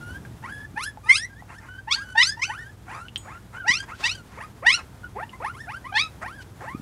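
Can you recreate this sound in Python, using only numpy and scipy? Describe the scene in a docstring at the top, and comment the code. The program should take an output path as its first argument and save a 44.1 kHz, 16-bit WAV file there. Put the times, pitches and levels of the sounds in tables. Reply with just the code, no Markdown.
"""A thin puppy whine over a low room rumble comes first; then the litter whimpers and squeals on a rug
in a small room while their mother noses them. The cries come from vibrating vocal folds: slack folds
give a hoarse grunt, and as they tighten the pitch sweeps up to a thin, clean whine. Loud cries pass
through a shrill, open-mouthed squeal. In between, mouths smack, soft thumps sound on the floor,
a metal collar tag clinks once and fur brushes the rug."""
import sys
import numpy as np
from scipy import signal
from scipy.fft import rfft, irfft
from scipy.io import wavfile
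from scipy.ndimage import uniform_filter1d, minimum_filter1d, map_coordinates

SR = 44100
rng = np.random.default_rng(int(sys.argv[2]) if len(sys.argv) > 2 else 0)


def wav_record(signal):
    """Record a signal, one row per channel, as 16-bit PCM in the file named by sys.argv[1]."""
    frames = np.transpose(np.atleast_2d(signal))
    bounded = np.clip(frames, -1, 1)
    # unit amplitude maps onto the largest positive 16-bit level
    quanta = np.round(bounded * 32767).astype(np.int16)
    wavfile.write(sys.argv[1], SR, quanta)


N = 300321
TIME = np.arange(N) / SR

# the tone of air rushing through the throat: frequency_hz, gain_db
BREATH = [(250, -33), (600, 0), (950, 10.5), (2000, 7.5), (3000, -15), (5000, -15.5), (7000, -12.5),
          (10000, -20.5), (12000, -37), (15500, -50)]
SOFT_HEAD = (3200, 3, 10000, 25.4)  # resonances of a soft cry: mouth_hz, mouth_db, nose_hz, nose_db
TAIL_SAG_DB = -1.5  # level change along the tail of a cry
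TOP_HZ = 15700  # upper edge of the treble


def undb(db):
    """Turn decibels into a gain to multiply by."""
    return 10 ** (np.asarray(db) / 20)


def together(*dbs):
    """Level in dB of several parts sounding at once."""
    return 10 * np.log10(sum(undb(db) ** 2 for db in dbs))


def unit(x):
    """Scale a signal to an average (rms) strength of 1."""
    return x / np.sqrt(np.mean(x ** 2))


def gain_at(hz, spectrum):
    """Look up gains in a table of frequency_hz, gain_db."""
    points_hz, db = np.transpose(spectrum)
    return undb(np.interp(np.log(hz + 1), np.log(points_hz), db))


def noise(spectrum):
    """Noise of strength 1, with its tone shaped by a table."""
    gains = gain_at(np.fft.rfftfreq(N, 1 / SR), spectrum)
    return unit(irfft(rfft(rng.standard_normal(N)) * gains, N))


def band(x, hz, kind):
    """Keep what lies below ("low") or above ("high") hz."""
    return signal.sosfilt(signal.butter(2, min(hz, SR / 2 - 1), kind, fs=SR, output="sos"), x)


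def waver(t, rate):
    """A smooth random wobble of size about 1, with rate new values a second."""
    return map_coordinates(rng.standard_normal(4096), [(t - t[0]) * rate], order=2, mode="wrap")


def progress(t, start, length):
    """Go from 0 to 1 over length seconds."""
    return np.clip((t - start) / length, 0, 1)


def ring(hz, decay_s):
    """A struck tone that dies away by 60 dB in decay_s."""
    t = TIME[:SR // 2]
    return np.sin(2 * np.pi * hz * t) * np.exp(-np.log(1000) * t / decay_s)


def add(out, start_s, sound):
    """Mix a sound in at start_s."""
    i = max(int(start_s * SR), 0)
    out[i:i + len(sound)] += sound[:max(N - i, 0)]


def background(split_hz=350, hiss_top_hz=12500, hiss_boost_db=4, flicker_db=1):
    """The room's low rumble, a soft hiss and a wavering hum."""
    # the tone of the room's noise: frequency_hz, gain_db
    room_tone = [(15, -51.5), (25, -22.5), (75, -4.5), (119, -5), (582, -23), (826, -22), (919, -22.5),
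                 (1080, -25.5), (1300, -26), (1450, -26), (1850, -30), (2920, -35.5), (3170, -34),
                 (4150, -37.5), (15500, -40)]
    # how its level drifts: time_s, rumble_db, hiss_db (before the boost)
    levels = [(0.0, -40, -54), (1.14, -50.5, -60), (6.81, -46.5, -55.5)]
    # the tones of the hum: pitch_hz, level_db
    hum_tones = [(59.2, -55), (98.5, -53), (119, -55.5)]
    times, *columns = np.transpose(levels)
    rumble_db, hiss_db = (np.interp(TIME, times, column) for column in columns)
    rumble = unit(band(noise(room_tone), split_hz, "low")) * undb(rumble_db)
    hiss = unit(band(band(noise(room_tone), split_hz, "high"), hiss_top_hz, "low"))
    hiss *= undb(hiss_db + hiss_boost_db + flicker_db * waver(TIME, rate=37))
    hum = sum(undb(db) * np.sqrt(2) * np.sin(2 * np.pi * hz * TIME + 0.85 * waver(TIME, rate=3))
              for hz, db in hum_tones)
    return rumble + hiss + hum


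def head(hz, mouth_hz, mouth_db, nose_hz, nose_db, mouth_width_hz=650, nose_width_hz=700):
    """The mouth and the nose each change the gain near their own resonance."""
    mouth = mouth_db / (1 + ((hz - mouth_hz) / mouth_width_hz) ** 2)
    nose = nose_db / (1 + ((hz - nose_hz) / nose_width_hz) ** 2)
    return undb(mouth + nose)


def cry(t, hz, level_db, octave_db, overtones_db, head_shape, air,
        clean_hz=1200, soft_db=-28, dull_hz=2800, croak_db=10, flutter_db=4, shimmer_db=3.5):
    """Vocal folds make a base tone, its octave and overtones: hoarse if slack, shrill if forced."""
    # throat resonances that colour the overtones: frequency_hz, gain_db
    throat = [(900, -19), (2000, 12), (2700, 4.5), (4000, -3.5), (5500, -1), (7000, -15), (8800, -18),
              (10500, -24.5), (12500, -41), (15500, -69.5)]
    # the voice is steadier while the octave rings above all else
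    unsteady = 1 - .55 * np.clip((octave_db - np.maximum(overtones_db, 0)) / 10, 0, 1)
    force = np.clip((level_db - soft_db) / 20 + .5, 0, 1)
    slack = np.clip(2 * (1 - hz / clean_hz), 0, 1) * (1 - force)
    hz = hz * (1 + .007 * waver(t, rate=130) + .016 * slack * waver(t, rate=600))
    # loose folds close a little early or late, which roughens the high overtones
    loose = np.clip((1550 - hz) / 400, 0, 1)
    jitter = (.035 + .06 * force * loose + .09 * slack) * waver(t, rate=700)
    phase = 2 * np.pi * np.cumsum(hz) / SR + jitter * unsteady
    harmonic = np.arange(1, 19)[:, None]  # row 0: base tone, row 1: octave, the rest: overtones
    harmonic_hz = harmonic * hz
    gains = gain_at(harmonic_hz, throat) * head(harmonic_hz, *head_shape) * (harmonic_hz < TOP_HZ)
    # a half-shut mouth muffles the treble of a soft cry
    muffle_db = -12 * ((1 - force) / 2 + 2 * slack)
    gains *= undb(muffle_db / (1 + (dull_hz / harmonic_hz) ** 10))
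    # slack folds slap shut, so a croak is rich in low overtones
    gains[2:] *= undb(overtones_db + croak_db * slack) / np.linalg.norm(gains[2:], axis=0)
    gains[0], gains[1] = 1, undb(octave_db)
    gains /= np.linalg.norm(gains, axis=0)
    # in a soft cry, part of the overtones turns into a puff of air each cycle
    leak_db = -8 - 1.1 * np.maximum(level_db + 46, 0) - 19 * slack
    leak = np.linalg.norm(gains[2:], axis=0) * undb(leak_db)
    puffs = leak * (1 + np.cos(phase)) * air[:len(t)]
    gains[2:] *= np.minimum(.5 + force + slack, 1)
    wobbles = np.array([waver(t, rate=160.6) for _ in harmonic])
    flutter = undb(flutter_db * unsteady * wobbles * np.minimum(harmonic / 3, 1))
    tones = np.sin(harmonic * phase + rng.uniform(0, 2 * np.pi, harmonic.shape))
    voice = np.sqrt(2) * np.sum(gains * flutter * tones, axis=0)
    # strong and weak cycles alternate in fits, adding faint tones between the harmonics
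    voice *= 1 + (.045 * force * loose + .2 * slack) * waver(t, rate=90) * np.cos(phase / 2)
    fade = np.clip(np.minimum(t - t[0], t[-1] - t) / 0.0072, 0, 1)
    return (voice + puffs) * fade * undb(level_db + shimmer_db * unsteady * waver(t, rate=174.7))


def soft_voice(t, hz, level_db, overtones_db, attack_s=0.0133, release_s=0.014, ends_db=-12):
    """Level, octave and overtones in dB of a gentle voice whose mouth opens and shuts once."""
    # how well a soft voice carries: pitch_hz, gain_db
    carry = [(300, -4.5), (550, -0.5), (700, -2.5), (870, 6), (1050, 2.5), (1250, 1), (1500, -1.5),
             (1900, 0)]
    # the octave weakens as the folds tighten: pitch_hz, gain_db (over the base tone)
    octave_strength = [(300, 11.5), (800, -1), (970, 5.5), (1200, -9.5), (1600, -16.5), (1950, -21.5)]
    ends = 2 - progress(t, 0, attack_s) - progress(t[-1] - t, 0, release_s)
    shut = 1 - np.sin(np.pi * (t / t[-1]) ** 0.88)  # widest just before the middle
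    dull_db = 0.16 * (overtones_db + 6.5)  # a duller cry has a weaker octave too
    level = level_db + ends_db * ends + 20 * np.log10(gain_at(hz, carry))
    octave = 20 * np.log10(gain_at(hz, octave_strength)) + dull_db - 3 * shut
    return level, octave, overtones_db - 4 * shut


def whine(air, length_s, first_hz, last_hz, level_db, overtones_db, bend=2.8, swell_db=4):
    """Tight folds sing a thin tone through a shut mouth; it bends up and swells toward its end."""
    t = np.arange(0, length_s, 1 / SR)
    hz = first_hz + (last_hz - first_hz) * (t / length_s) ** bend
    level = level_db + swell_db * (t / length_s - .5)
    return cry(t, hz, *soft_voice(t, hz, level, overtones_db), SOFT_HEAD, air)


def smacks(crackle_gain=0.18, linger=2.5, spread=1.2):
    """Tongue and lips part with a pop that rings the mouth, then a brief wet crackle."""
    # wet mouth pops: start_s, level_db, pitch_hz, decay_s
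    pops = [(.251, -33, 1620, 0.022), (.973, -29, 834, 0.022), (1.423, -33.5, 806, 0.026),
            (3.084, -29.5, 2880, 0.02), (3.1594, -13.5, 3160, 0.014), (5.294, -36, 2890, 0.028)]
    out = np.zeros(N)
    for start_s, db, hz, decay_s in pops:
        pop = band(ring(hz, decay_s), hz / 2, "high")
        fade = np.exp(-np.log(1000) * TIME[:len(pop)] / (decay_s * linger))
        crackle = rng.standard_normal(len(pop)) * fade
        for _ in range(2):
            crackle = band(band(crackle, hz * spread, "low"), hz / spread, "high")
        add(out, start_s, undb(db) * (pop + crackle_gain * crackle / np.abs(crackle).max()))
    return out


def grunts(rattle_hz=380, trim_db=-4):
    """Slack folds rattle unevenly and chop up the breath."""
    # hoarse grunts around the cries: middle_s, length_s, level_db (before the trim)
    bursts = [(0.472, 0.1, -43), (1.516, 0.065, -43), (1.647, 0.1, -45.5), (2.941, 0.14, -38.5),
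              (3.312, 0.14, -45.5), (3.556, 0.051, -40.5), (3.835, 0.024, -42), (3.903, 0.046, -37.5),
              (4.04, .08, -36), (4.388, 0.17, -44), (4.795, 0.041, -37), (6.228, 0.026, -34),
              (6.639, 0.078, -39)]
    swell = sum(undb(db) * np.exp(-((TIME - middle_s) / (length_s / 2)) ** 4)
                for middle_s, length_s, db in bursts)
    phase = 2 * np.pi * np.cumsum(rattle_hz * (1 + 0.48 * waver(TIME, rate=45))) / SR
    return undb(trim_db) * swell * unit(noise(BREATH) * (1 + np.cos(phase)))


def sweep(t, start_s, climb_s, tail_s, first_hz, top_hz, last_hz, ease=.7):
    """Pitch climbs along an S-curve as the folds tighten, then drifts through the tail."""
    line = progress(t, start_s, climb_s)
    curve = line + ease * ((1 - np.cos(np.pi * line)) / 2 - line)
    drift_hz = (last_hz - top_hz) * progress(t, start_s + climb_s, tail_s)
    return first_hz + (top_hz - first_hz) * curve + drift_hz


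def whimper(air, climb_s, tail_s, first_hz, top_hz, last_hz, first_db, top_db, overtones_db):
    """The folds tighten gently, sweeping from a croak up to a whine."""
    t = np.arange(0, climb_s + tail_s, 1 / SR)
    hz = sweep(t, 0, climb_s, tail_s, first_hz, top_hz, last_hz)
    level = np.interp(t, [0, climb_s, climb_s + tail_s], [first_db, top_db, top_db + TAIL_SAG_DB])
    return cry(t, hz, *soft_voice(t, hz, level, overtones_db), SOFT_HEAD, air)


def thumps(width_cycles=0.51, phase_rad=0.95):
    """Dull bumps on the floor, little more than one swing each."""
    # soft bumps: middle_s, level_db, pitch_hz
    bumps = [(0.745, -30, 228), (3.703, -27, 209.4), (4.837, -34, 88.2), (6.7505, -19.5, 221),
             (6.8, -27.5, 195)]
    out = np.zeros(N)
    t = TIME[:SR // 10] - 1 / 20
    for middle_s, db, hz in bumps:
        swell = undb(db) * np.exp(-(t * hz / width_cycles) ** 2)
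        add(out, middle_s + t[0], swell * np.cos(2 * np.pi * hz * t - phase_rad))
    return out


def squeal(air, lead_s, climb_s, tail_s, first_hz, break_hz, top_hz, last_hz, jump_after_s, jump_hz,
           first_db, top_db, ring_s, ring_db, octave_db, overtones_db,
           mouth_hz, mouth_db, nose_hz, nose_db, shrill_share, growth_db,
           jump_s=0.011, rise_db_per_s=2198.5, ring_fall_db_per_s=899, shrill_fall_db_per_s=383):
    """A forced whimper: the voice breaks, its octave rings out, and shrill overtones ride the climb."""
    t = np.arange(0, lead_s + climb_s + tail_s, 1 / SR)
    lead_in = 1 - progress(t, 0, lead_s)
    before_jump = 1 - progress(t, lead_s + jump_after_s - jump_s / 2, jump_s)
    hz = sweep(t, lead_s, climb_s, tail_s, break_hz + jump_hz, top_hz, last_hz)
    hz += (first_hz - break_hz) * lead_in - jump_hz * before_jump
    level = np.interp(t, [0, lead_s + climb_s, t[-1]], [first_db, top_db, top_db + TAIL_SAG_DB])
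    base, soft_octave, soft_overtones = soft_voice(t, hz, level, overtones_db=-10)
    muffle_db = -9.5 * lead_in  # the lead-in starts dull

    def burst(hold_s, fall_db_per_s):
        """Rise to 0 dB at the break, hold, then fall away."""
        rise = -rise_db_per_s * np.maximum(lead_s - t, 0)
        return rise - fall_db_per_s * np.maximum(t - lead_s - hold_s, 0)

    shrill_s = shrill_share * climb_s
    ringing = ring_db + burst(ring_s, ring_fall_db_per_s)
    shrill_octave = octave_db + burst(0.75 * shrill_s, shrill_fall_db_per_s)  # gives way sooner
    shrill_overtones = overtones_db + burst(shrill_s, shrill_fall_db_per_s)
    shrill_overtones += growth_db * (progress(t, lead_s, shrill_s) - .5)
    octave = together(base + soft_octave + muffle_db / 2, ringing, shrill_octave)
    overtones = together(base + soft_overtones + muffle_db, shrill_overtones)
    head_shape = (mouth_hz, mouth_db, nose_hz, nose_db)
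    return cry(t, hz, together(base, octave, overtones), octave - base, overtones - base, head_shape, air)


def puppies():
    """All the cries of the litter; soft_voice further shapes the levels listed here."""
    # thin cries: start_s, length_s, first_hz, last_hz, level_db, overtones_db
    whines = [ (0.0, .186, 1418, 1696, -42, -14.5), (1.032, 0.073, 1195, 1614, -43, -7),
              (1.291, 0.13, 1600, 2110, -51, -16), (1.678, 0.13, 1484, 1595, -42, -22),
              (2.557, .155, 1459, 1790, -48, -15), (5.028, 0.047, 1454, 1455, -36, -49),
              (5.326, 0.039, 1023, 1050, -45.5, -34), ]
    # soft rising cries: start_s, climb_s, tail_s, first_hz, top_hz, last_hz,
    # first_db, top_db, overtones_db
    whimpers = [ (.423, 0.099, 0.141, 824, 1665, 1730, -44, -39, -16.5),
                (0.754, 0.13, 0.032, 768, 1722, 1683, -39, -34, -12.5),
                (1.485, 0.11, 0.0067, 815, 1813, 1720, -55, -45.5, -8.5),
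                (1.948, 0.091, 0.2, 842, 1490, 1510, -48.5, -43, -13),
                (2.477, .144, 0.023, 763, 1892, 1780, -37.5, -40.5, -14.5),
                (2.871, .1, 0.11, 681.4, 1245, 1534, -42.5, -45.5, -12.5),
                (3.245, 0.095, .055, 502, 1347, 1447, -47, -45, -19),
                (3.528, 0.074, .06, 1330, 1556, 1317, -44.5, -38, -47),
                (3.873, 0.079, 0.0076, 850, 1523, 1540, -50, -39, -30),
                (4.364, .085, 0.024, 375.6, 1260, 1194, -40, -43, -12),
                (5.149, 0.1, 0.0063, 349, 957, 1030, -29.5, -41.5, -19.5),
                (5.398, .118, 0.0085, 443, 1480, 1400, -31, -36.5, -18.5),
                (5.532, 0.095, 0.045, 953, 1880, 1620, -46, -42, -9.5),
                (5.665, 0.11, 0.018, 636, 1585, 1480, -41, -38.5, -15.5),
                (5.84, 0.053, 0.038, 940, 1247, 1140, -38, -43, -18),
                (6.211, 0.15, 0.064, 573, 1696, 1447, -36.5, -43.5, -13),
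                (6.6, .12, 0.058, 319.6, 1089, 1310, -40, -45, -18.5), ]
    # loud cries with a lead-in, a break, a climb with one jump in pitch, and a thin tail:
    # start_s, lead_s, climb_s, tail_s, first_hz, break_hz, top_hz, last_hz, jump_after_s, jump_hz,
    # first_db, top_db, ring_s, ring_db, octave_db, overtones_db, mouth_hz, mouth_db, nose_hz, nose_db,
    # shrill_share (of the climb), growth_db (of the shrill overtones)
    squeals = [ (0.759, 0.017, .1, 0.027, 766, 883, 1776, 1717, 0.068, 131, -65.5, -37.5, 0.024, -45, -37, -47, 5100, -7.5, 11000, 22, 0.6, 26.5),
               (1.054, 0.043, .145, 0.026, 819, 1023, 1905, 2120, .07, 123, -47, -32, .016, -7, -26, -27.5, 5430, -1.5, 8910, 16, 0.52, 2.5),
               (1.869, .043, 0.052, 0.086, 793, 1097, 1590, 1650, 0.016, 90, -40.5, -37.5, 0.015, -31, -36, -28, 3200, 10, 10000, -3, .55, -1.5),
               (2.147, .034, 0.16, 0.017, 820, 922, 1778, 1820, .046, 191.6, -36.5, -35, 0.034, -12.5, -35, -23, 3640, 10.5, 8100, 3.5, 0.57, 0),
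               (2.365, 0.056, 0.045, 0.095, 875, 1026, 1544, 1470, 0.012, 90, -49.5, -40.5, 0.012, -26, -32, -33, 5660, 11, 7750, 10.5, 0.58, 0),
               (3.64, 0.044, 0.11, 0.06, 598, 946, 1568, 1670, 0.095, 93, -36, -43.5, 0.024, -16, -29, -29.5, 5530, 6, 7900, 3, 0.87, -9),
               (3.991, 0.05, 0.11, 0.069, 494, 892, 1578, 1350, 0.0357, 60, -45, -49, 0.018, -52, -31.5, -32.5, 4160, 8.5, 7800, 8, 0.7, -4.5),
               (4.616, 0.053, 0.094, 0.043, 426, 912.5, 1507, 1220, 0.086, 71.5, -36.5, -38.5, 0.0079, -10.5, -17, -23.5, 3350, 8.5, 9200, 6.5, 0.63, -0.5),
               (5.915, .045, 0.07, 0.053, 726, 865, 1310, 1267, 0.0156, 90.7, -35, -37.5, 0.021, -23, -21.5, -24.5, 3850, 17.5, 8800, 6, 0.84, 0.5),
               ]
    out = np.zeros(N)
    air = unit(band(noise(BREATH), 6500, "high"))
    for voice, table in (squeal, squeals), (whimper, whimpers), (whine, whines):
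        for start_s, *shape in table:
            add(out, start_s, voice(np.roll(air, -int(start_s * SR)), *shape))
    return band(out, 201, "high")


def collar_tag(start_s=3.176):
    """The metal tag clinks once, ringing at several high pitches."""
    # the tag's ringing tones: pitch_hz, level_db, decay_s
    tones = [(6900, -45.5, 0.41), (8021, -48.5, 0.44), (8680, -36.5, 0.095), (14600, -54, 0.079)]
    out = np.zeros(N)
    add(out, start_s, sum(undb(db) * ring(hz, decay_s) for hz, db, decay_s in tones))
    return out


def scuffs(low_hz=1500, high_hz=4500, flicker_db=2):
    """Paws and fur drag unevenly over the rug."""
    # strokes on the rug: middle_s, length_s, level_db
    strokes = [(4.034, 0.12, -43.5), (4.32, 0.12, -59.5), (4.826, 0.067, -74.5), (6.423, 0.018, -48.5)]
    swell = sum(undb(db) * np.exp(-((TIME - middle_s) / (length_s / 2)) ** 2)
                for middle_s, length_s, db in strokes)
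    fibres = unit(band(band(rng.standard_normal(N), low_hz, "high"), high_hz, "low"))
    return swell * fibres * undb(flicker_db * waver(TIME, rate=90))


def room(x, decay_s=.16, damp_hz=7000):
    """Sound bounces off nearby surfaces, then the furniture scatters it into a short tail."""
    # echoes from the floor, the mother and the wall: delay_s, gain_db
    echoes = [(.0023, -22.5), (.0057, -12.5), (.0094, -11)]
    t = TIME[:SR // 2]
    response = band(rng.standard_normal(len(t)), damp_hz, "low") * np.exp(-np.log(1000) * t / decay_s)
    response *= undb(-12) * np.sqrt(2 * damp_hz / SR) / np.linalg.norm(response)
    response[0] += 1  # the direct sound
    for delay_s, db in echoes:
        response[int(delay_s * SR)] += undb(db)
    return signal.fftconvolve(x, response)[:N]


def scene():
    """The litter close by in the room, mixed to one channel."""
    litter = room(puppies() + grunts() + smacks() + collar_tag())
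    return (litter + thumps() + background() + scuffs())[None]


def record(dry, ceiling=.75):
    """A limiter turns down peaks above the ceiling, and the highest treble is cut."""
    needed_gain = np.minimum(1, ceiling / (np.abs(dry) + 1e-9))
    gain = uniform_filter1d(minimum_filter1d(needed_gain, size=260), size=260)
    treble_cut = signal.ellip(10, .1, 80, TOP_HZ, fs=SR, output="sos")
    return signal.sosfilt(treble_cut, dry * gain)


dry = scene()
out = record(dry)
wav_record(out)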